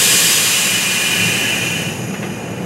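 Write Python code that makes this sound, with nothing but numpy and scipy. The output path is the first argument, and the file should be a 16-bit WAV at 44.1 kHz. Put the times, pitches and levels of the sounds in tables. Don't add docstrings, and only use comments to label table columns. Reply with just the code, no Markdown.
import sys
import numpy as np
from scipy import signal
from scipy.fft import rfft, irfft
from scipy.io import wavfile

SR = 44100
rng = np.random.default_rng(int(sys.argv[2]) if len(sys.argv) > 2 else 0)


def materialize(psi):
    bounded = np.clip(np.atleast_2d(psi).T, -1, 1)
    quanta = np.round(bounded * 32767).astype(np.int16)
    wavfile.write(sys.argv[1], SR, quanta)


N = 116865

# (frequency [Hz], density [dB per Hz])
RUMBLE_COLOUR = [(20, -40), (40, -35), (60, -4), (80, -19), (100, -10), (170, -3), (245, -1.5), (310, 2.5),
                 (400, -0.5), (530, -1), (600, -7), (850, -6), (1000, -14), (1800, -13), (2800, -20.5),
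                 (3500, -29), (8000, -34), (15000, -55)]
# (time [s], level [dB])
RUMBLE_LEVEL = [(0, -29.5), (.5, -33), (.95, -31.5), (1.3, -27), (1.9, -28), (2.3, -28), (2.65, -27.5)]
# (frequency [Hz], width [Hz], level [dB])
DRONE_MODES = [(117.4, 22.7, -1.5), (153, 16, -3.5), (176.3, 21.4, 1.5), (206.2, 38, -3.5)]
# (time [s], level [dB])
DRONE_LEVEL = [(0, -30.5), (.4, -32), (.8, -30), (1.13, -30.5), (1.24, -24.5), (1.38, -26.5), (1.72, -26),
               (1.87, -23), (2.12, -25.5), (2.65, -26.5)]
HUM_HZ, HUM_WAVER_HZ, HUM_DB = 177.6, 1.3, -15

# (start time [s], level [dB])
CLANKS = [(2.138, -27), (2.227, -24)]
# (frequency [Hz], density [dB per Hz])
CLANK_COLOUR = [(150, -11), (700, 6), (1300, 4), (1800, 6), (2700, 6), (3600, -7), (5000, -16),
                (10000, -32)]
CLANK_RISE_S, CLANK_T60_S = 0.003, 0.19

# (frequency [Hz], width [Hz], level [dB])
LEAK_MODES = [(5020, 250, -9), (5620, 60, -7), (6053, 55, -1), (6272, 90, -4), (6525, 55, -3),
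              (6611, 50, -3), (6795, 70, 2), (6910, 90, -2), (9130, 350, -10), (10680, 120, -11),
              (11075, 180, -6), (11430, 110, -9), (11628, 60, -4)]
LEAK_DB, LEAK_PEAK_S, LEAK_RISE_DB_PER_S, LEAK_FALL_DB_PER_S = -31.5, 1.636, 14, 13

# (frequency [Hz], width [Hz], level [dB])
PIPE_MODES = [(1496, 26, -12.5), (1597, 30, -14.5), (1696, 36, -7), (1842, 60, -11.5), (1945, 35, -13.5),
              (2033, 36, -11.5), (2266, 50, -17), (2437, 32, 1.5), (2500, 90, -8), (2650, 42, -4.5),
              (2742, 33, -1.5), (2837, 55, -7), (2956, 44, -1.5), (3050, 35, -11), (3108, 45, -11)]
# (time [s], level [dB])
PIPE_LEVEL = [(0, -22), (.4, -22.5), (.75, -21.5), (.93, -21), (1.12, -20), (1.22, -19), (1.35, -19.5),
              (1.56, -21), (1.68, -23), (1.8, -24.5), (1.88, -27.5), (2.01, -38), (2.3, -38), (2.65, -41.5)]
PIPE_TRIM_DB = 1.5

# (time [s], level [dB])
JET_LEVEL = [(0.0, -12.5), (0.22, -13), (0.92, -20), (1.25, -21), (1.78, -28), (2.09, -40.5), (2.65, -43)]
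# (frequency [Hz], density [dB per Hz])
JET_FULL_COLOUR = [(100, -41), (300, -9), (520, -2.5), (620, -11), (1100, -4), (1400, -9), (1800, 0),
                   (2200, -6), (2900, 4), (3300, 2.5), (3700, -6), (4300, -5), (5000, 1.5), (5600, -2.5),
                   (7300, -0.5), (8800, 0), (9700, -4), (11500, -1), (12200, -7), (13300, -9.5),
                   (14000, -13.5), (15800, -17)]
# (frequency [Hz], density [dB per Hz])
JET_SPENT_COLOUR = [(100, -34), (300, -20), (620, -1), (1100, 3), (1400, 1.5), (1800, 0.5), (2200, 7),
                    (2900, 1.5), (3250, 1), (3700, -0.5), (4400, -4.5), (5100, -2.5), (5500, 2),
                    (6200, 3.5), (6900, 2), (7500, -6), (9100, 2.5), (9700, -7), (11400, 0.5),
                    (12200, -17.5), (13300, -1), (13900, -26), (15800, -7)]
# (frequency [Hz], width [Hz], level [dB])
VALVE_MODES = [(3630, 50, -2), (3735, 40, -4), (3822, 30, -2), (3910, 60, -4), (4128, 40, -2),
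               (4280, 50, -4), (4425, 50, -4), (4803, 40, -3), (5010, 90, -4), (5240, 80, -3),
               (5857, 35, -2), (6050, 55, -.5), (6180, 60, -2), (6420, 55, -3.5), (6803, 45, 0),
               (6895, 55, 3), (7172, 60, 2), (7370, 70, -2), (7775, 60, 0), (8139, 45, -1), (8320, 45, -1),
               (8540, 90, -2), (9033, 80, -1), (9870, 140, -7), (13235, 90, -10)]
DULL_FROM_S, DULL_TO_S = 0.18, 1.7
SHUT_FROM_S, SHUT_DB_PER_S = 1.44, 1.5
HISS_TRIM_DB, VALVE_TRIM_DB = -1.16, -5

ECHO_DB, SCATTER_T60_S = -13, 0.087
# (frequency [Hz], side relative to mid [dB])
SIDE_GAIN = [(100, -78), (7800, -57), (8500, -23), (9400, -22), (11500, -17), (12200, -25), (13000, -45),
             (16000, -50)]
# (frequency [Hz], phase [radians])
SIDE_PHASE = [(8300, 0.3), (9200, 0.97), (10200, .1), (11400, -.4)]
# (frequency [Hz], level relative to mid [dB])
DIFFUSE_GAIN = [(100, -60), (3000, -79), (5000, -43), (7500, -31), (9500, -14), (11800, -18), (13000, -36),
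                (16000, -30)]
# (frequency [Hz], level relative to rumble [dB])
RUMBLE_SIDE_GAIN = [(30, -22), (80, -36), (170, -49), (350, -37.5), (650, -29), (1500, -35.5), (4000, -24),
                    (7000, -21), (12000, -25)]
MIC_LOW_CUT_HZ, RECORDER_EDGE_HZ = 67, 15800


def amp(db):
    return 10 ** (np.asarray(db) / 20)


def unit(x):
    return x / np.sqrt(np.mean(x ** 2) + 1e-20)


def clock():
    return np.arange(N) / SR


def curve(points):
    return np.interp(clock(), *np.transpose(points))


def bins():
    return np.fft.rfftfreq(N, 1 / SR)


def colour(points):
    hz, db = np.transpose(points)
    return amp(np.interp(np.log(bins() + 1), np.log(hz + 1), db))


def resonances(modes):
    power = 0
    for hz, width, db in modes:
        offset = (bins() - hz) / width
        power = power + (amp(db) / (1 + 2 * offset ** 2)) ** 2
    return np.sqrt(power)


def noise(gain):
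    return unit(irfft(rfft(rng.standard_normal(N)) * gain, N))


def flutter(rate_hz):
    ratio = bins() / rate_hz
    return noise(ratio / (1 + ratio ** 3))


def machinery():
    return amp(curve(RUMBLE_LEVEL)) * noise(colour(RUMBLE_COLOUR))


def drone():
    pitch = HUM_HZ + HUM_WAVER_HZ * flutter(rate_hz=5.8)
    hum = np.sin(2 * np.pi * np.cumsum(pitch) / SR)
    body = noise(resonances(DRONE_MODES))
    return amp(curve(DRONE_LEVEL)) * (body + amp(HUM_DB) * unit(hum))


def clanks():
    out = np.zeros(N)
    for start, db in CLANKS:
        t = np.maximum(clock() - start, 0)
        attack = np.minimum(t / CLANK_RISE_S, 1)
        decay = amp(db - 60 * t / CLANK_T60_S)
        out += attack * decay * noise(colour(CLANK_COLOUR))
    return out


def leak():
    t = clock() - LEAK_PEAK_S
    swell = np.minimum(LEAK_RISE_DB_PER_S * t, -LEAK_FALL_DB_PER_S * t)
    return amp(LEAK_DB + swell) * noise(resonances(LEAK_MODES))


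def pipe():
    return amp(PIPE_TRIM_DB + curve(PIPE_LEVEL)) * noise(resonances(PIPE_MODES))


def jet():
    spent = np.clip((clock() - DULL_FROM_S) / (DULL_TO_S - DULL_FROM_S), 0, 1)
    bright = np.sqrt(1 - spent) * noise(colour(JET_FULL_COLOUR))
    dull = np.sqrt(spent) * noise(colour(JET_SPENT_COLOUR))
    hiss = bright + dull
    valve = noise(resonances(VALVE_MODES))
    shutting = SHUT_DB_PER_S * np.maximum(clock() - SHUT_FROM_S, 0)
    level = curve(JET_LEVEL) - shutting + 0.15 * flutter(rate_hz=16)
    return amp(level) * (amp(HISS_TRIM_DB) * hiss + amp(VALVE_TRIM_DB) * valve)


def scatter(x):
    t = np.arange(SR // 5) / SR
    taps = rng.standard_normal(len(t)) * amp(-60 * t / SCATTER_T60_S)
    return signal.fftconvolve(x, taps / np.linalg.norm(taps))[:N]


def scene():
    rumble = machinery()
    under_car = jet() + clanks()
    echo = amp(ECHO_DB) * scatter(under_car)
    mid = rumble + drone() + leak() + pipe() + under_car + echo
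    phase = np.interp(bins(), *np.transpose(SIDE_PHASE))
    direct = rfft(mid) * colour(SIDE_GAIN) * np.exp(1j * phase)
    diffuse = rfft(scatter(mid)) * colour(DIFFUSE_GAIN)
    wide_rumble = rfft(scatter(rumble)) * colour(RUMBLE_SIDE_GAIN)
    side = irfft(direct + diffuse + wide_rumble, N)
    return np.array([mid + side, mid - side])


def record(dry):
    low_cut = 1 / np.sqrt(1 + (MIC_LOW_CUT_HZ / (bins() + 1)) ** 4)
    thin = irfft(rfft(dry) * low_cut, N)
    band_limit = signal.firwin(1023, RECORDER_EDGE_HZ, window=("kaiser", 9), fs=SR)
    return signal.oaconvolve(thin, band_limit[None], "same")


dry = scene()
out = record(dry)
materialize(out)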